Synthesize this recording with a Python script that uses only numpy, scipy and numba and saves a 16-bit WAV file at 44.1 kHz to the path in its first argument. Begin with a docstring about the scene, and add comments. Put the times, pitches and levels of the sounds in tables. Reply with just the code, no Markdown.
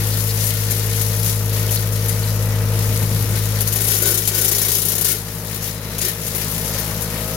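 """By a roadside hedge a small wheel loader creeps along at fixed throttle, a cutter on its arm, a little left.
Its exhaust drones and its drive whines; from the start the blades hiss through leaves in uneven tufts and snap stalks.
A short gust then buffets the microphone, and from about 3.6 to 5.1 s thick growth is chopped once a turn, which rings
the cutter's housing; meanwhile the firing tone fades as the tail turns to us; after 5.1 s the growth thins.
Throughout, the recorder's gain control ducks the engine whenever the cutting gets loud."""
import sys
import numpy as np
from scipy import signal
from scipy.fft import rfft, irfft, next_fast_len
from scipy.io import wavfile
from scipy.ndimage import uniform_filter1d
from numba import njit

SR = 44100
rng = np.random.default_rng(int(sys.argv[2]) if len(sys.argv) > 2 else 0)


def output_pcm(signal):
    """Save a mono or channel-first signal as 16-bit PCM at the path in sys.argv[1].

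    Samples are clipped to [-1, 1] before scaling.
    """
    pcm = np.clip(np.atleast_2d(signal).T, -1, 1) * 32767
    wavfile.write(sys.argv[1], SR, np.round(pcm).astype(np.int16))


N = 324558
T = np.arange(N) / SR  # time, s

# leaf spectrum, shared by the hiss and the snapping stalks: f/Hz, relative level/dB
LEAF_SPECTRUM = [(1500, -28), (3000, -10), (4400, -8.5), (5600, -5), (7100, -4), (7900, -8.5), (8700, -8.5),
                 (9600, -1), (10900, -0.5), (12600, 1), (14200, -4), (16000, -6)]


def undb(db):
    """Decibels to gain."""
    return 10 ** (np.asarray(db) / 20)


def unit(x):
    """Scale to rms 1."""
    return x / np.sqrt(np.mean(x ** 2))


def curves(table):
    """Each column after the time column as a control, sample by sample."""
    s, *columns = np.transpose(table)
    return [np.interp(T, s, c) for c in columns]


def shape(x, response):
    """Filter by a response given as a function of frequency."""
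    size = next_fast_len(N + 8192, True)
    f = np.maximum(np.fft.rfftfreq(size, 1 / SR), 1)
    return irfft(rfft(x, size) * response(f), size)[..., :N]


def gains(points, f):
    """Gain of a (Hz, dB) spectrum at the frequencies f, interpolated over log frequency."""
    hz, db = np.transpose(points)
    return undb(np.interp(np.log(f), np.log(hz), db))


def air(like_hz=1150):
    """White noise at two microphone ports: alike in the bass, unrelated in the treble."""
    common, own = rng.standard_normal(N), rng.standard_normal((2, N))

    def apart(f):
        return 1 / (1 + (like_hz / f) ** 3)
    return shape(common, lambda f: np.sqrt(1 - apart(f))) + shape(own, lambda f: np.sqrt(apart(f)))


def colour(x, points):
    """Give a sound a spectrum, at rms 1."""
    return unit(shape(x, lambda f: gains(points, f)))


def walk(rate):
    """Random levels held 1 / rate s and smoothed twice; rms 1."""
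    k = max(int(SR / rate), 1)
    steps = np.repeat(rng.standard_normal(N // k + 1), k)
    return unit(uniform_filter1d(uniform_filter1d(steps, k), k)[:N])


def strokes(turns, decay):
    """A puff that starts at each whole turn and dies away over a share of it; rms 1."""
    return unit(np.exp(-(turns % 1) / decay))


def crackle(spread_db, size):
    """Noise broken into tiny grains, size samples long, of very unequal strength."""
    grains = undb(spread_db * rng.exponential(size=N // size + 1).clip(0, 5))
    return air() * np.repeat(grains, size)[:N]


def blow(t, rise_s, hold_s, decay_s):
    """Shape of one blow that rises, holds and dies away."""
    return (1 - np.exp(-t / rise_s)) * np.exp(-np.maximum(t - hold_s, 0) / decay_s)


def burst(s, rise_s, hold_s, decay_s):
    """Envelope of one blow starting at s."""
    out, i = np.zeros(N + SR), max(int(s * SR), 0)
    t = T[:SR]
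    out[i:i + len(t)] = blow(t, rise_s, hold_s, decay_s)
    return out[:N]


def bursts(times, dbs, rise_s, hold_s, decay_s):
    """Envelope of many short blows; their powers add."""
    t = T[:SR // 4]
    one = blow(t, rise_s, hold_s, decay_s)
    power = np.zeros(N + len(t))
    for s, db in zip(times, dbs):
        i = max(int(s * SR), 0)
        power[i:i + len(t)] += (undb(db) * one) ** 2
    return np.sqrt(power[:N])


def tone(turns, flutter_db, jitter):
    """One partial of a rotating part, unsteady in level and in phase (jitter in radians)."""
    angle = 2 * np.pi * (turns + rng.random()) + jitter * walk(14)
    return np.sqrt(2) * np.sin(angle) * undb(flutter_db * walk(8.2))


def wind():
    """Gusts swell and fade on the microphone as low noise, with single buffets within the main one."""
    # wind spectrum: f/Hz, relative level/dB
    wind_spectrum = [(15, -32), (40, -16), (80, -4), (140, -4.5), (220, -12.5), (330, -16), (600, -37),
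                     (2000, -73)]
    # gusts: t/s, length/s, level/dB
    gust_table = [(1.925, .06, -40), (2.82, .54, -34.5)]
    # single buffets: t/s, level/dB
    buffet_table = [(2.875, -25), (3.015, -22.5), (3.105, -22), (3.22, -25), (3.312, -26)]
    gusts = sum(undb(db) * burst(s, rise_s=0.041, hold_s=length, decay_s=0.045) for s, length, db in gust_table)
    buffets = bursts(*np.transpose(buffet_table), rise_s=0.0039, hold_s=0.019, decay_s=0.022)
    return colour(air(), wind_spectrum) * (gusts * undb(2 * walk(24.45)) + buffets)


def exhaust_drone(turns, firing_db, bay_db):
    """Exhaust harmonics locked in phase to the shaft; the second is the firing tone."""
    # harmonics above the firing tone: multiple of the shaft speed, relative level/dB
    upper_harmonics = [(3, 0), (4, -4), (5, -11.5), (7, -13)]
    shaft_base_db, upper_base_db = -30, -33.5  # before the engine bay's change
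    shaft_follows = 0.32  # share of the firing tone's change, in dB, that the shaft tone follows

    def harmonic(k, db):
        return -np.sqrt(2) * undb(db) * np.sin(2 * np.pi * round(k) * turns)
    shaft_db = shaft_base_db + bay_db + shaft_follows * (firing_db - firing_db[0])
    drone = harmonic(1, shaft_db) + harmonic(2, firing_db)
    return drone + sum(harmonic(k, upper_base_db + bay_db + db + 0.72 * walk(15)) for k, db in upper_harmonics)


def drive_whine(turns):
    """Partials of the hydraulic drive, which turns once in three shaft turns."""
    # drive tones: multiple of the drive speed, relative level/dB
    drive_tones = [(7, -15), (10, -8.5), (14, -9.5), (20, -9), (21, -13), (25, -17), (26, 2), (29, -8.5),
                   (33, -10.5), (77, -17), (111, -16)]
    gearing = 3  # shaft turns for one drive turn
    return sum(undb(db) * tone(round(k) * turns / gearing, flutter_db=1.0, jitter=0.17) for k, db in drive_tones)


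def pump_whine(turns):
    """Partials of the hydraulic pump, which sits on the engine shaft."""
    # pump tones: multiple of the shaft speed, relative level/dB
    pump_tones = [(7, -26), (8, -16.5), (9, -5), (10, -12), (12, -8), (24, -14)]
    return sum(undb(db) * tone(round(k) * turns, flutter_db=0.5, jitter=0.11) for k, db in pump_tones)


def motor_hum():
    """One unsteady tone from a separate motor, independent of the engine speed."""
    return tone(169.8 * T, flutter_db=2.0, jitter=0.3)  # Hz times s gives cycles


def engine_clatter(turns):
    """Broad machine noise that beats once and twice a shaft turn; rms 1."""
    # machine noise spectrum: f/Hz, relative level/dB
    machine_spectrum = [(25, -12), (60, -4), (140, -0.5), (200, -3.5), (300, -6.5), (370, -8), (520, -1.5),
                        (720, -9.5), (900, -6), (1150, -9), (1450, -9.5), (2800, -16), (6000, -30.5),
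                        (16000, -44)]
    beat = 1 + 0.22 * strokes(turns, decay=0.51) + 0.089 * strokes(2 * turns, decay=0.19)
    return colour(air() * beat * undb(0.63 * walk(40)), machine_spectrum)


def loader():
    """Exhaust, drive, pump, motor and clatter, rebalanced as the machine turns to the microphone."""
    # engine speed, sagging a little in the thick growth: t/s, shaft f/Hz
    speed = [(0, 52.6), (2.5, 52.7), (3.6, 52.7), (4.3, 52.3), (5.3, 52.65), (6.8, 52.7), (7.36, 53.1)]
    # the loader turns its side and then its tail:
    # t/s, firing tone level/dB, drive whine level/dB, pump tones level/dB, engine bay change/dB
    aspect = [(0, -19, -39, -43, -1), (1.2, -17, -37, -36.5, 0.5), (2.7, -17.5, -38, -34, .5),
              (3.4, -19, -43, -38, -0.5), (4.2, -20.5, -36, -38.5, 1), (5.3, -26.5, -41.5, -40, 0.5),
              (6.1, -30.5, -45, -38.5, -1.7), (6.7, -28, -44, -36, 2), (7.36, -29, -47, -31, 1.5)]
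    hum_base_db, clatter_base_db = -35.5, -32  # before the engine bay's change
    firing_db, drive_db, pump_db, bay_db = curves(aspect)
    hz, = curves(speed)
    turns = np.cumsum(hz) / SR + 0.0032 * walk(12)
    sound = exhaust_drone(turns, firing_db, bay_db)
    sound = sound + undb(drive_db) * drive_whine(turns) + undb(pump_db) * pump_whine(turns)
    sound = sound + undb(hum_base_db + bay_db) * motor_hum()
    return sound + undb(clatter_base_db + bay_db) * engine_clatter(turns)


def housing(x):
    """The cutter's housing rings at its modes, dark between them; rms 1."""
    # housing modes: f/Hz, width/Hz, relative level/dB
    mode_table = [(368, 63, 5), (413.6, 58, 7), (476, 174, 2), (1372, 32, 1), (1463, 60, -0.5),
                  (1784, 59, -4.5), (2190, 210, -5.5), (3076, 210, -5.5), (3820, 220, -5),
                  (4980, 100, -1.5)]

    def modes(f):
        return sum(undb(db) / (1 + 1j * (f / hz - hz / f) * hz / width) ** 2 for hz, width, db in mode_table)
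    return unit(shape(x, modes))


def leaf_load():
    """How much foliage meets the blades, in dB: uneven outer growth plus the dense tufts."""
    # light outer growth brushing the blades: t/s, leaf load level/dB
    growth = [(0, -26), (.45, -24), (1.08, -22), (1.45, -27), (1.85, -28.5), (2.15, -26.5), (2.6, -32.5),
              (2.9, -27.5), (3.55, -30), (3.9, -18.5), (4.95, -18.5), (5.25, -28.5), (5.55, -28),
              (5.82, -34), (6.21, -30), (6.32, -24.5), (6.6, -25), (7.36, -29)]
    # dense tufts that the blades plough through: t/s, length/s, leaf load level/dB
    tuft_table = [(0.37, 0.13, -24), (1.222, 0.072, -21.5), (1.52, 0.11, -27), (1.706, 0.03, -20.5),
                  (3.88, 0.3, -21), (4.273, 0.5, -18), (5.034, 0.081, -12.5), (5.615, 0.07, -24),
                  (6.002, 0.075, -19.5)]
    growth_db, = curves(growth)
    tufts = sum((undb(db) * burst(s, rise_s=0.012, hold_s=length, decay_s=0.044)) ** 2
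                for s, length, db in tuft_table)  # power
    return 10 * np.log10(undb(growth_db + 0.72 * walk(14)) ** 2 + tufts)


def stalks(load_db):
    """Envelope of leaf stalks snapping at random through the hiss."""
    per_s, above_load_db, scatter_db = 22, 4, 7.5
    chance = rng.random((int(per_s * N / SR), 2))
    times = chance[:, 0] * T[-1]
    dbs = np.interp(times, T, load_db) + above_load_db + scatter_db * (2 * chance[:, 1] - 1)
    return bursts(times, dbs, rise_s=.0001, hold_s=.0004, decay_s=0.0016)


def foliage():
    """Two blades a turn sweep the leaves; each sweep tears an uneven handful, snaps stalks and stirs the housing."""
    # rustle spectrum: f/Hz, relative level/dB
    rustle_spectrum = [(600, -13), (1200, -11.5), (1450, -3), (1650, -2.5), (1850, 2), (2600, -2),
                       (3300, -3), (4200, -0.5), (6000, -3), (9000, -21), (16000, -30)]
    cutter_hz = 30.1
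    # the rustle grows more slowly than the hiss: its level at a usual load, and dB per dB of load
    usual_rustle_db, usual_load_db, rustle_slope = -32, -24.5, 0.59
    load_db = leaf_load()
    rustle_db = usual_rustle_db + rustle_slope * (load_db - usual_load_db) + 1.4 * walk(18)
    turns = cutter_hz * T + 0.08 * walk(4)
    blade_passes = 0.39 * strokes(2 * turns, decay=0.67) * undb(2.5 * walk(45))
    sweep = unit(1 + blade_passes + 0.2 * strokes(turns, decay=0.23))
    hiss = colour(crackle(spread_db=1.0, size=14) * sweep * undb(0.57 * walk(45)), LEAF_SPECTRUM)
    rustle = colour(crackle(spread_db=1.76, size=40) * sweep ** .5, rustle_spectrum)
    stalk_snaps = colour(air(), LEAF_SPECTRUM) * stalks(load_db)
    stirred = undb(rustle_db - 9.5) * housing(air() * sweep)
    return undb(load_db + 3) * hiss + stalk_snaps + undb(rustle_db) * rustle + stirred


def chopping():
    """Envelope of the chops: a blade meets each stem once a turn, cracks it and tears on, never equally hard."""
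    # woody stems, each chopped until it is through: t/s, chops, relative level/dB
    stems = [(.707, 1, -6), (1.013, 1, -10), (1.709, 2, -7.5), (1.922, 1, -14), (2.083, 1, -11),
             (3.607, 1, -8), (3.674, 1, -7), (3.725, 2, -4.5), (3.807, 6, -4.5), (4.023, 3, -1.5),
             (4.074, 4, -1), (4.275, 1, 1.5), (4.345, 5, -2), (4.514, 1, 1), (4.549, 2, -1),
             (4.616, 1, 1.5), (4.65, 3, -1.5), (4.75, 7, -4), (4.98, 1, -3.5), (5.011, 2, -0.5),
             (5.982, 1, -10), (6.015, 3, -7.5), (6.266, 1, -12), (6.349, 1, -10), (6.785, 1, -10),
             (7.019, 1, -13)]
    loaded_turn_s, scatter_db = .0337, 0.6  # one turn of the cutter, slowed by wood
    blows = [(s + k * loaded_turn_s, db) for s, count, db in stems for k in range(round(count))]
    times, dbs = np.transpose(blows)
    dbs = dbs + scatter_db * rng.standard_normal(len(blows))
    crack = bursts(times, dbs + .8, rise_s=0.00013, hold_s=0.0014, decay_s=0.0028)
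    tear = bursts(times, dbs - .5, rise_s=0.00033, hold_s=0.013, decay_s=0.01)
    return np.hypot(crack, tear)


def twigs():
    """Each chop sprays splinters and knocks the housing; thick branches make it groan; lone ticks click."""
    # splintering wood spectrum: f/Hz, relative level/dB
    twig_spectrum = [(800, -9), (2000, -16), (3200, -7), (4600, -6), (5700, -3), (7100, 1.5), (7900, -6.5),
                     (8700, -5), (9600, 6.5), (10900, 4), (12600, 5.5), (14200, 4), (16000, -5)]
    # blades labouring through thicker branches: t/s, level/dB, length/s
    bite_table = [(3.797, -34, 0.24), (4.01, -26.5, 0.15), (4.31, -26.5, 0.15), (4.502, -33.5, 0.5),
                  (5.072, -27.5, 0.07), (6.034, -28.5, 0.028)]
    # lone dry ticks: t/s, level/dB
    tick_table = [(1.013, -10), (1.358, -13), (1.458, -14), (2.793, -13), (2.975, -12), (6.812, -17)]
    chops = chopping()
    spray = undb(-8.5) * colour(crackle(spread_db=2.0, size=12), twig_spectrum) * chops
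    bites = sum(undb(db) * burst(s, rise_s=0.0043, hold_s=length, decay_s=0.042) for s, db, length in bite_table)
    ring = housing(air()) * (bites + undb(-33) * chops)
    tick_envelope = bursts(*np.transpose(tick_table), rise_s=.0001, hold_s=0.00026, decay_s=0.00096)
    return spray + ring + colour(air(), twig_spectrum) * tick_envelope


def squeaks():
    """Sappy green stems stick and slip on the steel: short tones with a ragged pitch."""
    # squeaks: t/s, f/Hz, level/dB, length/s, rasp/radians per unit of raggedness
    squeak_table = [(0.12, 4500, -28.5, 0.03, 2.5), (0.288, 4500, -27.5, 0.024, 1.8),
                    (1.688, 3070, -24.5, .006, 1.5), (1.766, 4300, -21.5, 0.0092, 2),
                    (2.1, 1990, -30, 0.0093, 1.1), (2.23, 4350, -27, 0.012, 1.3),
                    (2.27, 4250, -32, 0.0092, 1.8), (2.45, 1964, -43.5, 0.17, 0.33),
                    (4.03, 1490, -27, .1, 0.54), (4.11, 1390, -32, .08, .5), (4.328, 1498, -29.5, .1, .7),
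                    (5.74, 4000, -42.5, 0.26, 0.59), (6.003, 4880, -31, 0.046, .6),
                    (6.081, 1815, -30, 0.021, .5)]
    ragged = walk(900) + walk(120)
    sound = np.zeros(N)
    for s, hz, db, length, rasp in squeak_table:
        squeal = np.sin(2 * np.pi * hz * T + rasp * ragged)
        sound += undb(db) * squeal * burst(s, rise_s=0.0011, hold_s=length, decay_s=0.0072)
    return sound


def patchy(x, flicker_db, rate):
    """Each leaf and twig has its own pitch, so half-octave bands flicker on their own."""
    centres = np.arange(10.5, 14.5, .5)  # octaves above 1 Hz
    bands = (shape(x, lambda f: np.interp(np.log2(f), centres, 1. * (centres == c))) for c in centres)
    return sum(band * undb(flicker_db * walk(rate)) for band in bands)


def reflected(x):
    """Short paths comb the sound; their lengths wander as the machine creeps on, differently at each port."""
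    # early reflections off the steel arm, the pole and the pavement: delay/s, level/dB
    paths = [(.0011, -30), (.0027, -11.5), (.0052, -13.5)]

    def port(v):
        return v + sum(undb(db) * np.interp(T - delay * (1 + 0.0344 * walk(1.3)), T, v) for delay, db in paths)
    return np.array([port(v) for v in x])


@njit
def follow(x, rise, fall):
    """A level follower that rises and falls at different speeds."""
    out, e = np.empty(len(x)), x[:4096].mean()
    for i in range(len(x)):
        e += (x[i] - e) * (rise if x[i] > e else fall)
        out[i] = e
    return out


def gain_control(x):
    """The gain falls quickly when the treble passes a threshold and creeps back afterwards."""
    threshold_db, ratio, attack_s, release_s, treble_hz = -27, 1.68, 0.047, 0.38, 3040
    treble = shape(x, lambda f: f / np.hypot(f, treble_hz))
    level = np.sqrt(np.abs(uniform_filter1d(np.mean(treble ** 2, axis=0), size=256)))
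    held = follow(level, 1 / (attack_s * SR), 1 / (release_s * SR))
    return x * np.maximum(held / undb(threshold_db), 1) ** (1 / ratio - 1)


def scene():
    """Everything in the open air, a little to the left: it reaches the left port first."""
    left_lead_s = .00005
    cutting = reflected(patchy(foliage() + twigs(), flicker_db=1.1, rate=50))
    sound = wind() + loader() + cutting + squeaks()
    return shape(sound, lambda f: np.array([np.ones_like(f), np.exp(-2j * np.pi * f * left_lead_s)]))


def record(dry):
    """The muffled right port loses treble; the recorder rides the gain, rounds the highest peaks and cuts the top."""
    # the two microphone ports: f/Hz, left minus right level/dB
    port_table = [(60, 3.5), (200, 3), (380, 6), (700, 0.1), (1290, 5.5), (2380, 4.5), (4400, 3.5),
                  (6000, 2), (7200, 14.5), (8300, 18), (9700, 20.5), (10800, 28), (12300, 20), (15000, 24)]
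    ceiling, top_hz = .9, 15850  # ceiling: share of full scale

    def ports(f):
        ratio = gains(port_table, f)
        return np.array([ratio, np.ones_like(f)]) * np.sqrt(2 / (1 + ratio ** 2))  # total power kept
    ridden = undb(0.63) * gain_control(shape(dry, ports))
    rounded = ridden / (1 + (ridden / ceiling) ** 4) ** .25
    return signal.sosfilt(signal.ellip(12, .2, 80, top_hz, fs=SR, output="sos"), rounded)


dry = scene()
out = record(dry)
output_pcm(out)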